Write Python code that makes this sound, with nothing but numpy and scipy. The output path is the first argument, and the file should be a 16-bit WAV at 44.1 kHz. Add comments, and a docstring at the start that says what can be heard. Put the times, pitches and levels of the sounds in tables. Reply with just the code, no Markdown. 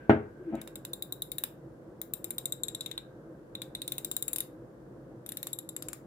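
"""In a small workshop a socket ratchet is turned by hand over a wooden bench, close to a phone.
First the handle knocks on the bench top and slides over it: forces that excite damped bench modes.
Then the pawl drops tooth by tooth, each drop a tick and snap of noise and a ringing of the steel head.
Decaying noise gives the answer of the walls; shaped noise gives the ventilation rumble, the hiss
and a faint airy band."""
import sys
import numpy as np
from scipy import signal
from scipy.fft import rfft, irfft
from scipy.io import wavfile
from scipy.ndimage import uniform_filter1d

SR = 44100
rng = np.random.default_rng(int(sys.argv[2]) if len(sys.argv) > 2 else 0)


def store_wav(level_fs):
    """Save 16-bit WAV to argv[1]."""
    pcm = np.round(np.clip(np.atleast_2d(level_fs), -1, 1) * 32767)
    wavfile.write(sys.argv[1], SR, pcm.T.astype(np.int16))


N = 267246
PORTS = np.array([[.5], [-.5]])  # shares a left minus right difference between the two ports


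def amp(db):
    """Level to amplitude: 20 dB is a factor of ten."""
    return 10 ** (np.asarray(db, float) / 20)


def unit(x):
    """Normalisation to an rms of 1."""
    return x / np.sqrt(np.mean(x ** 2))


def fade(t, t60):
    """Exponential decay by viscous damping, 60 dB down after t60."""
    return np.exp(-np.log(1000) * t / t60)


def on_log(table, hz):
    """Linear interpolation of (f/Hz, value) points on a log-frequency axis."""
    f, value = np.transpose(table)
    return np.interp(np.log(np.maximum(hz, 1)), np.log(f), value)


def colour(x, gain):
    """Zero-phase linear filtering: the spectrum is weighted by gain(hz)."""
    n = x.shape[-1]
    hz = np.arange(n // 2 + 1) * SR / n
    return irfft(rfft(x) * gain(hz), n)


def add(out, x, s):
    """Superposition of x on out from time s."""
    i = int(s * SR)
    out[:, i:i + x.shape[1]] += x[:, :N - i]


def walk(rate):
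    """Low-passed random process: levels held for 1 / rate s and averaged twice; spread near 1."""
    k = int(SR / rate)
    held = np.repeat(rng.standard_normal(N // k + 1), k)
    return 1.12 * uniform_filter1d(uniform_filter1d(held, k), k)[:N]


def swells(table):
    """Exponential growth and decay: each gain rises to a peak and falls at steady dB rates."""
    t = np.arange(N) / SR
    total = 0
    for s, db, rise, fall in table:
        drop_db = np.where(t < s, rise * (s - t), fall * (t - s))
        total = total + amp(db - drop_db)
    return total


def both(x, pan_db, side):
    """Level and gradient differences between two ports: x with its slope in opposite sense."""
    slope = -np.gradient(x) * side
    return np.array([amp(pan_db / 2) * (x - slope), amp(-pan_db / 2) * (x + slope)])


# spectrum of the air sound in the mid channel: f/Hz, relative level/dB per Hz
AIR_SPECTRUM = [(12, -40.5), (20, -30.5), (53, -4), (82, -23.5), (105, -6), (131, -3), (258, -9),
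                (342, -2.5), (382, -10), (506, -7.5), (772, -21), (1600, -29), (2370, -46.5),
                (13900, -52.5), (16500, -58)]
# its stereo width: f/Hz, side minus mid level/dB
AIR_WIDTH = [(60, -10.5), (110, -20), (200, -15), (380, -13), (700, -3), (1290, -2.5), (2380, 4),
             (4400, -1), (8120, 1.5), (15000, 2)]
# room resonances: f/Hz, width/Hz, level/dB before a common factor
AIR_RESONANCES = [(134.8, 7.7, 0), (325, 37, -2.5), (511.4, 16, -3.5)]
AIR_DB = -49.5


def air():
    """Stationary broadband noise: slowly wavering rumble with room resonances, and microphone hiss."""
    def shape(hz):
        bumps = 0
        for f, width, db in AIR_RESONANCES:
            bumps = bumps + amp(db) / (1 + ((hz - f) / width * 2) ** 2)
        return amp(on_log(AIR_SPECTRUM, hz)) * (1 + 1.05 * bumps)
    mid = colour(rng.standard_normal(N), shape)
    side = colour(rng.standard_normal(N), lambda hz: shape(hz) * amp(on_log(AIR_WIDTH, hz)))
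    low = colour(mid, lambda hz: 1 / (1 + (hz / 1500) ** 4))
    waver_db = 0.19 * walk(5.8) + 1.3 * walk(14)
    mid = mid + low * (amp(waver_db) - 1)  # only the low part wavers
    return amp(AIR_DB) * np.array([mid + side, mid - side]) / np.sqrt(np.mean(mid ** 2))


# level of a faint airy band that comes and goes: t/s, level/dB
AIRY_LEVEL = [(0.0, -58.5), (0.24, -64), (1.202, -74), (2.0, -96), (2.951, -69), (3.56, -76), (4.3, -73.5),
              (5.1, -96), (6.06, -99)]
AIRY_HZ, AIRY_WIDTH_HZ = 1572, 92  # centre, and distance at which the gain is 1 / e


def airy():
    """Narrow-band noise, uncorrelated at the two ports, with a varying level."""
    band = colour(rng.standard_normal((2, N)), lambda hz: np.exp(-((hz - AIRY_HZ) / AIRY_WIDTH_HZ) ** 2))
    return unit(band) * amp(np.interp(np.arange(N) / SR, *np.transpose(AIRY_LEVEL)))


# modes of the wooden bench top: f/Hz
BENCH_MODES_HZ = [97, 133, 226, 271, 332, 411, 480, 554, 610, 654, 700, 764, 865, 971, 1291, 1420, 1590,
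                  1718, 2250, 2370]
# the same modes: relative level/dB, t60/s
BENCH_RESPONSE = [(4, .15), (2, .15), (2, .13), (-3, .1), (6, .07), (-1, .1), (-6, .06), (-4, .14),
                  (-12, .12), (-3, .14), (-9, .06), (-6, .13), (-9, .11), (-21, .13), (-16, .14),
                  (-21, .12), (-21, .14), (-20, .12), (-24, .08), (-22, .08)]


def bench(force):
    """Modal superposition: a force drives the bench modes; the change of their motion is heard."""
    t = np.arange(SR // 2) / SR
    impulse_response = 0
    for hz, (db, t60) in zip(BENCH_MODES_HZ, BENCH_RESPONSE):
        impulse_response = impulse_response + amp(db) * fade(t, t60) * np.sin(2 * np.pi * hz * t)
    motion = signal.fftconvolve(force, impulse_response)[:len(force)]
    return np.gradient(motion)


# swells of the sliding handle, all three: t/s of the peak, level/dB, rise/(dB/s), fall/(dB/s)
JUDDER_SWELLS = [(.41, -45, 899, 699), (.478, -38.5, 900, 295), (.505, -35, 350.5, 904)]
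SCRAPE_SWELLS = [(.003, -60, 200, 61), (.543, -33, 440, 400)]
RUSTLE_SWELLS = [(.003, -65.5, 200, 70), (.595, -55, 130, 330)]
JUDDER_HZ = 345  # mean; close to the strongest bench mode


def slide():
    """Friction excitation: the handle judders near a bench mode, scrapes all modes and rustles."""
    judder_hz = JUDDER_HZ * (1 + 0.04 * walk(38.7))
    judder = np.sqrt(2) * np.sin(2 * np.pi * np.cumsum(judder_hz) / SR)
    # a soft contact pushes mainly the low modes
    force = colour(rng.standard_normal(N), lambda hz: 1 / (1 + (hz / 350) ** 2))
    scrape = unit(bench(force)) * amp(2.5 * walk(41))
    grain = colour(rng.standard_normal((2, N)),
                   lambda hz: hz ** 2 / (hz ** 2 + 1200 ** 2) / (1 + (hz / 2500) ** 6))
    wood = swells(JUDDER_SWELLS) * judder + swells(SCRAPE_SWELLS) * scrape
    return both(wood, 2.1, 2.5) + swells(RUSTLE_SWELLS) * unit(grain)


# spectrum of the knock's thud: f/Hz, relative level/dB per Hz
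THUD_SPECTRUM = [(60, -49), (350, -3.5), (800, -17.5), (1050, -18), (1500, -12), (2300, -22.5),
                 (3300, -33.5), (4200, -47.5), (6000, -55), (12000, -65)]
KNOCK_S, KNOCK_DB, KNOCK_PUSH_S = .0953, -2, 0.0015  # onset, modal level, length of one push
BOUNCE_S, BOUNCE_DB = .0098, -5  # delay and force relative to the blow
THUD_DB, THUD_T60_S = -17, 0.12


def knock():
    """Impact excitation: a blow and its bounce drive the modes; dense weak modes add a noisy thud."""
    out, t = np.zeros((2, N)), np.arange(SR // 2) / SR
    push = 0
    for s, gain in [(0, 1), (BOUNCE_S, amp(BOUNCE_DB))]:
        push = push + gain * np.sin(np.pi * np.clip((t - s) / KNOCK_PUSH_S, 0, 1)) ** 2
    ring = -bench(push)
    ring = amp(KNOCK_DB) * ring / np.abs(ring).max()
    noise = rng.standard_normal((2, len(t)))
    # the bass is alike at both ports
    noise = noise + colour(noise[:1] - noise, lambda hz: 1 / (1 + (hz / 450) ** 2))
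    thud = unit(colour(noise, lambda hz: amp(on_log(THUD_SPECTRUM, hz))))
    thud = thud * np.sin(np.pi / 2 * np.clip(t / 0.0029, 0, 1)) ** 2  # soft onset
    add(out, both(ring, 1.1, 5.1) + amp(THUD_DB) * thud * fade(t, THUD_T60_S), KNOCK_S)
    return out


ROOM_T60_LOW_S, ROOM_T60_HIGH_S, ROOM_GAP_S = 0.35, 0.22, 0.0013


def room(x):
    """Diffuse reverberation: x convolved with decaying noise, bass alike at both ports, treble shorter."""
    t = np.arange(SR // 3) / SR
    noise = rng.standard_normal((2, len(t)))
    noise = noise + colour(noise[:1] - noise, lambda hz: 1 / (1 + (hz / 600) ** 2))
    low = colour(noise, lambda hz: 1 / (1 + (hz / 2500) ** 4))
    tail = low * fade(t, ROOM_T60_LOW_S) + (noise - low) * fade(t, ROOM_T60_HIGH_S)
    tail = tail * np.clip(t / ROOM_GAP_S - .5, 0, 1)  # silent for half the gap, then rising
    return signal.fftconvolve(x, unit(tail) / np.sqrt(len(t)), axes=1)


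# sway of each ring family as the gear goes round, a slow and a quick one counted in teeth:
# mean level/dB re the drop, then twice: depth/dB, period/teeth, tooth where it is loudest
FAMILY_SWAY = [(-21.5, 7.7, 79, 23.4, 6.5, 23.2, 1.8), (-19.5, 2.0, 31.0, 21.0, 4.0, 16.5, 2.5),
               (-20, 3.2, 21.7, 13.0, 3.2, 13.2, 2.4), (-17.5, 4.5, 48.6, 47.5, 1.5, 9.6, 2.1),
               (-22.5, 6.5, 31.0, 12.5, 5.0, 15.0, 14.6), (-26.5, 7.0, 27.4, 7.5, 2.4, 9.1, 4.0)]


def sway(tooth):
    """Periodic modulation: level/dB of each ring family when this tooth passes the pawl."""
    mean_db, slow_db, slow, slow_top, quick_db, quick, quick_top = np.transpose(FAMILY_SWAY)
    slow_wave = np.cos(2 * np.pi * (tooth - slow_top) / slow)
    quick_wave = np.cos(2 * np.pi * (tooth - quick_top) / quick)
    return mean_db + slow_db * slow_wave + quick_db * quick_wave


TICK_HZ, TICK_WIDTH_HZ, TICK_S = 2200, 2430, 0.00077  # centre, full width at half gain, decay to 1 / e
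RATTLE_DB, RATTLE_S = -15, 0.012  # re the tick, decay to 1 / e
SNAP_S = 0.0015  # decay to 1 / e
TICK_PAN_DB = -4  # left minus right


def contact(t, tick_db, snap_db, tick_noise, snap_noise):
    """Impulsive contact noise: a band-limited tick with a loose rattle, and a broadband snap."""
    mixed = tick_noise + 0.71 * tick_noise[::-1]  # partly alike at the two ports
    tick = unit(colour(mixed, lambda hz: 1 / (1 + ((hz - TICK_HZ) / TICK_WIDTH_HZ * 2) ** 4)))
    decay = np.exp(-t / TICK_S) + amp(RATTLE_DB) * np.exp(-t / RATTLE_S)
    snap = snap_noise * np.exp(-t / SNAP_S)
    return amp(tick_db + PORTS * TICK_PAN_DB) * tick * decay + amp(snap_db + PORTS * TICK_PAN_DB / 2) * snap


# modes of the steel head, per ring family: list of f/Hz, left minus right level/dB it adds,
# phase/rad by which the left leads besides the path difference
HEAD_FAMILIES = [([3740, 3860], -1, .6), ([7432, 7650], 5.5, 0), ([9050, 8800, 9600], 6.5, 0),
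                 ([11200, 11600, 10350, 12650], 4, 0), ([13560, 13850], -1, 0), ([14830, 14480, 15200],
                 3, 0)]
# the same modes: mean level/dB, typical t60/s
HEAD_RESPONSE = [
    [(7, 0.021), (3.5, 0.026)],
    [(7.5, 0.025), (1, 0.021)],
    [(4.5, 0.025), (-42, .03), (-1.5, 0.024)],
    [(2.5, 0.024), (5.5, 0.013), (-18, 0.018), (-8.5, .015)],
    [(-6.5, 0.032), (-8, .025)],
    [(0.5, 0.013), (-1, 0.017), (4, 0.013)],
]
# many weak, quickly damped modes around each family: spread/Hz, level/dB, t60/s
HEAD_SPRAY = [(328, -0.5, 0.031), (700, -2, 0.019), (560, -3.5, 0.0077), (900, -2, 0.02), (700, 3.5, 0.016),
              (611, 7.5, .02)]
# path difference from the head: t/s, lead of the left port/s
PORT_LEAD = [(.5, 45e-6), (3, 70e-6), (6, 105e-6)]
BLOOM_CYCLES = 4.87  # cycles a family takes to ring up


def head(t, s, family_db, noise):
    """Modal ringing of steel: families of damped sines ring up, each amid a band of weak modes."""
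    heard = t + PORTS * np.interp(s, *np.transpose(PORT_LEAD))
    total = 0
    for db, (modes_hz, side_db, lead), ring, spray_set in zip(
            family_db, HEAD_FAMILIES, HEAD_RESPONSE, HEAD_SPRAY):
        spread_hz, spray_db, spray_t60 = spray_set
        spray = unit(colour(noise, lambda hz: np.exp(-((hz - modes_hz[0]) / spread_hz) ** 2)))
        family = amp(spray_db) * spray * fade(t, spray_t60)
        for hz, (mode_db, t60) in zip(modes_hz, ring):
            z = rng.standard_normal(5)  # no two drops ring a mode quite alike
            phase = 2 * np.pi * hz * (1 + 0.0043 * z[0]) * heard + 2 * z[1]
            phase = phase + PORTS * (lead + .5 * z[2])
            decay = fade(t, t60 * amp(0.66 * z[4]))
            family = family + amp(mode_db + 0.31 * z[3]) * decay * np.sin(phase)
        bloom = 1 - np.exp(-(t * modes_hz[0] / BLOOM_CYCLES) ** 2)
        total = total + amp(db + PORTS * side_db) * bloom * family
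    return total


# pawl drops, one per tooth: t/s, reference level/dB, dull tick level/dB re it, snap level/dB re it,
# left minus right level/dB
PAWL_DROPS = [(0.5528, -44, -14, -1, 3), (0.6148, -30.5, -17, -6.5, 4), (0.675, -33, -11.0, -5.5, 0.5),
              (0.756, -28, -19, -9, 1.0), (0.8501, -24.5, -24.5, -11, -1), (0.9328, -20, -37, -16.5, 1.5),
              (1.023, -18, -48, -19.5, 0.5), (1.1232, -18, -45, -18.5, 1), (1.2204, -14.5, -41.5, -22, 1),
              (1.3171, -20, -31, -15.0, 7), (1.3828, -16.5, -26.5, -15, 4),
              (1.4373, -13.5, -21.5, -16.5, -0.5), (2.0152, -23, -98, -11, 6.5),
              (2.1362, -18, -32, -16.5, 5), (2.243, -20, -33, -14.5, 4), (2.3057, -19.5, -24.5, -16.5, 2.3),
              (2.3819, -17.5, -26.5, -16, 1), (2.4557, -16, -31, -20.5, 1.5),
              (2.5225, -16.5, -32, -20, 1.5), (2.6341, -16.5, -30, -19.5, 4.1),
              (2.6829, -20, -24, -14.5, 4.5), (2.7475, -22, -26, -16.0, 6.5),
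              (2.8078, -21.5, -31, -12, 4.5), (2.8607, -24.5, -19, -11.5, 7),
              (2.9136, -25.5, -17.5, -14.5, 4), (2.9775, -25.5, -15, -14.5, 2.5),
              (3.5515, -28, -17, -16.5, 2.5), (3.6181, -23, -19, -11, 4), (3.75, -23.0, -23, -12.5, 1.5),
              (3.8179, -20.5, -24, -16, -1), (3.878, -19.5, -28, -12, 1),
              (3.9204, -18.5, -23.5, -12.5, 3.5), (3.9812, -18.0, -24, -12.5, 2.5),
              (4.0463, -17.0, -26.5, -15.5, 2), (4.1138, -16.5, -35.5, -15, 3.5),
              (4.1654, -14.5, -34, -16.5, 4.5), (4.2242, -15, -33, -21.5, 1),
              (4.2805, -15, -27, -20.5, 3.5), (4.3311, -15, -37, -19.0, 4.5),
              (4.3602, -16.5, -59, -11.0, 6), (4.3839, -17.5, -53, -12.0, 0),
              (4.4043, -16.5, -25, -12.5, 2.5), (5.2625, -30, -41, -10, 4), (5.2902, -23.5, -22, -13.5, 4),
              (5.3198, -24.5, -20, -10, 2.5), (5.3706, -22.5, -20.5, -9.5, 2.5),
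              (5.4291, -21.5, -22, -11, -0.5), (5.4695, -21, -23, -10, 0.5), (5.5305, -20.5, -47, -20, 3.5),
              (5.5873, -21.5, -50, -16, -0.5), (5.6901, -24.5, -49, -15, 2.5),
              (5.7642, -23.5, -23.5, -11.0, 2), (5.8234, -24.5, -22, -8.5, 2), (5.8849, -24.5, -17, -10, 0),
              (5.931, -25.5, -19, -4.5, 2.5)]
SCATTER_DB = 0.48  # chance spread of a family's level from tooth to tooth
SPILL_DB = 1.5  # level of the extra tick and snap that reach the walls
CLICK_ROOM_DB = -13.5


def ratchet():
    """Repeated impact excitation: each drop of the pawl makes contact noise and rings the head."""
    out, t = np.zeros((2, N)), np.arange(SR // 12) / SR
    rise = 1 - np.exp(-(t / 0.00022) ** 2)  # the pawl seats over a fraction of a millisecond
    for tooth, (s, level_db, tick_db, snap_db, pan_db) in enumerate(PAWL_DROPS):
        family_db = sway(tooth) + SCATTER_DB * rng.standard_normal(len(FAMILY_SWAY))
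        noise = rng.standard_normal((3, 2, len(t)))
        dull = contact(t, tick_db, snap_db, noise[0], noise[1])
        click = dull + head(t, s, family_db, noise[2])
        gain = rise * amp(level_db + PORTS * pan_db)
        add(out, gain * click, s)
        # tick and snap spread in all directions, the rings are beamed
        to_walls = gain * (click + amp(SPILL_DB) * dull)
        # the hands move, so the walls never answer twice alike
        add(out, amp(CLICK_ROOM_DB) * room(to_walls), s)
    return out


KNOCK_ROOM_DB = -7.5


def scene():
    """Linear superposition of air, bench and ratchet, with the room's answer."""
    background = air() + airy()
    wood = slide() + knock()
    return background + wood + amp(KNOCK_ROOM_DB) * room(wood)[:, :N] + ratchet()


TOP_HZ = 16300


def record(dry):
    """Band limiting: the phone thins the deep bass, softens the last treble and cuts the top."""
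    dry = signal.sosfilt(signal.butter(3, 50, "high", fs=SR, output="sos"), dry)
    dry = colour(dry, lambda hz: amp(-7 * np.clip((hz - 15300) / 600, 0, 1)))
    return signal.sosfilt(signal.ellip(8, .2, 70, TOP_HZ, fs=SR, output="sos"), dry)


dry = scene()
out = record(dry)
store_wav(out)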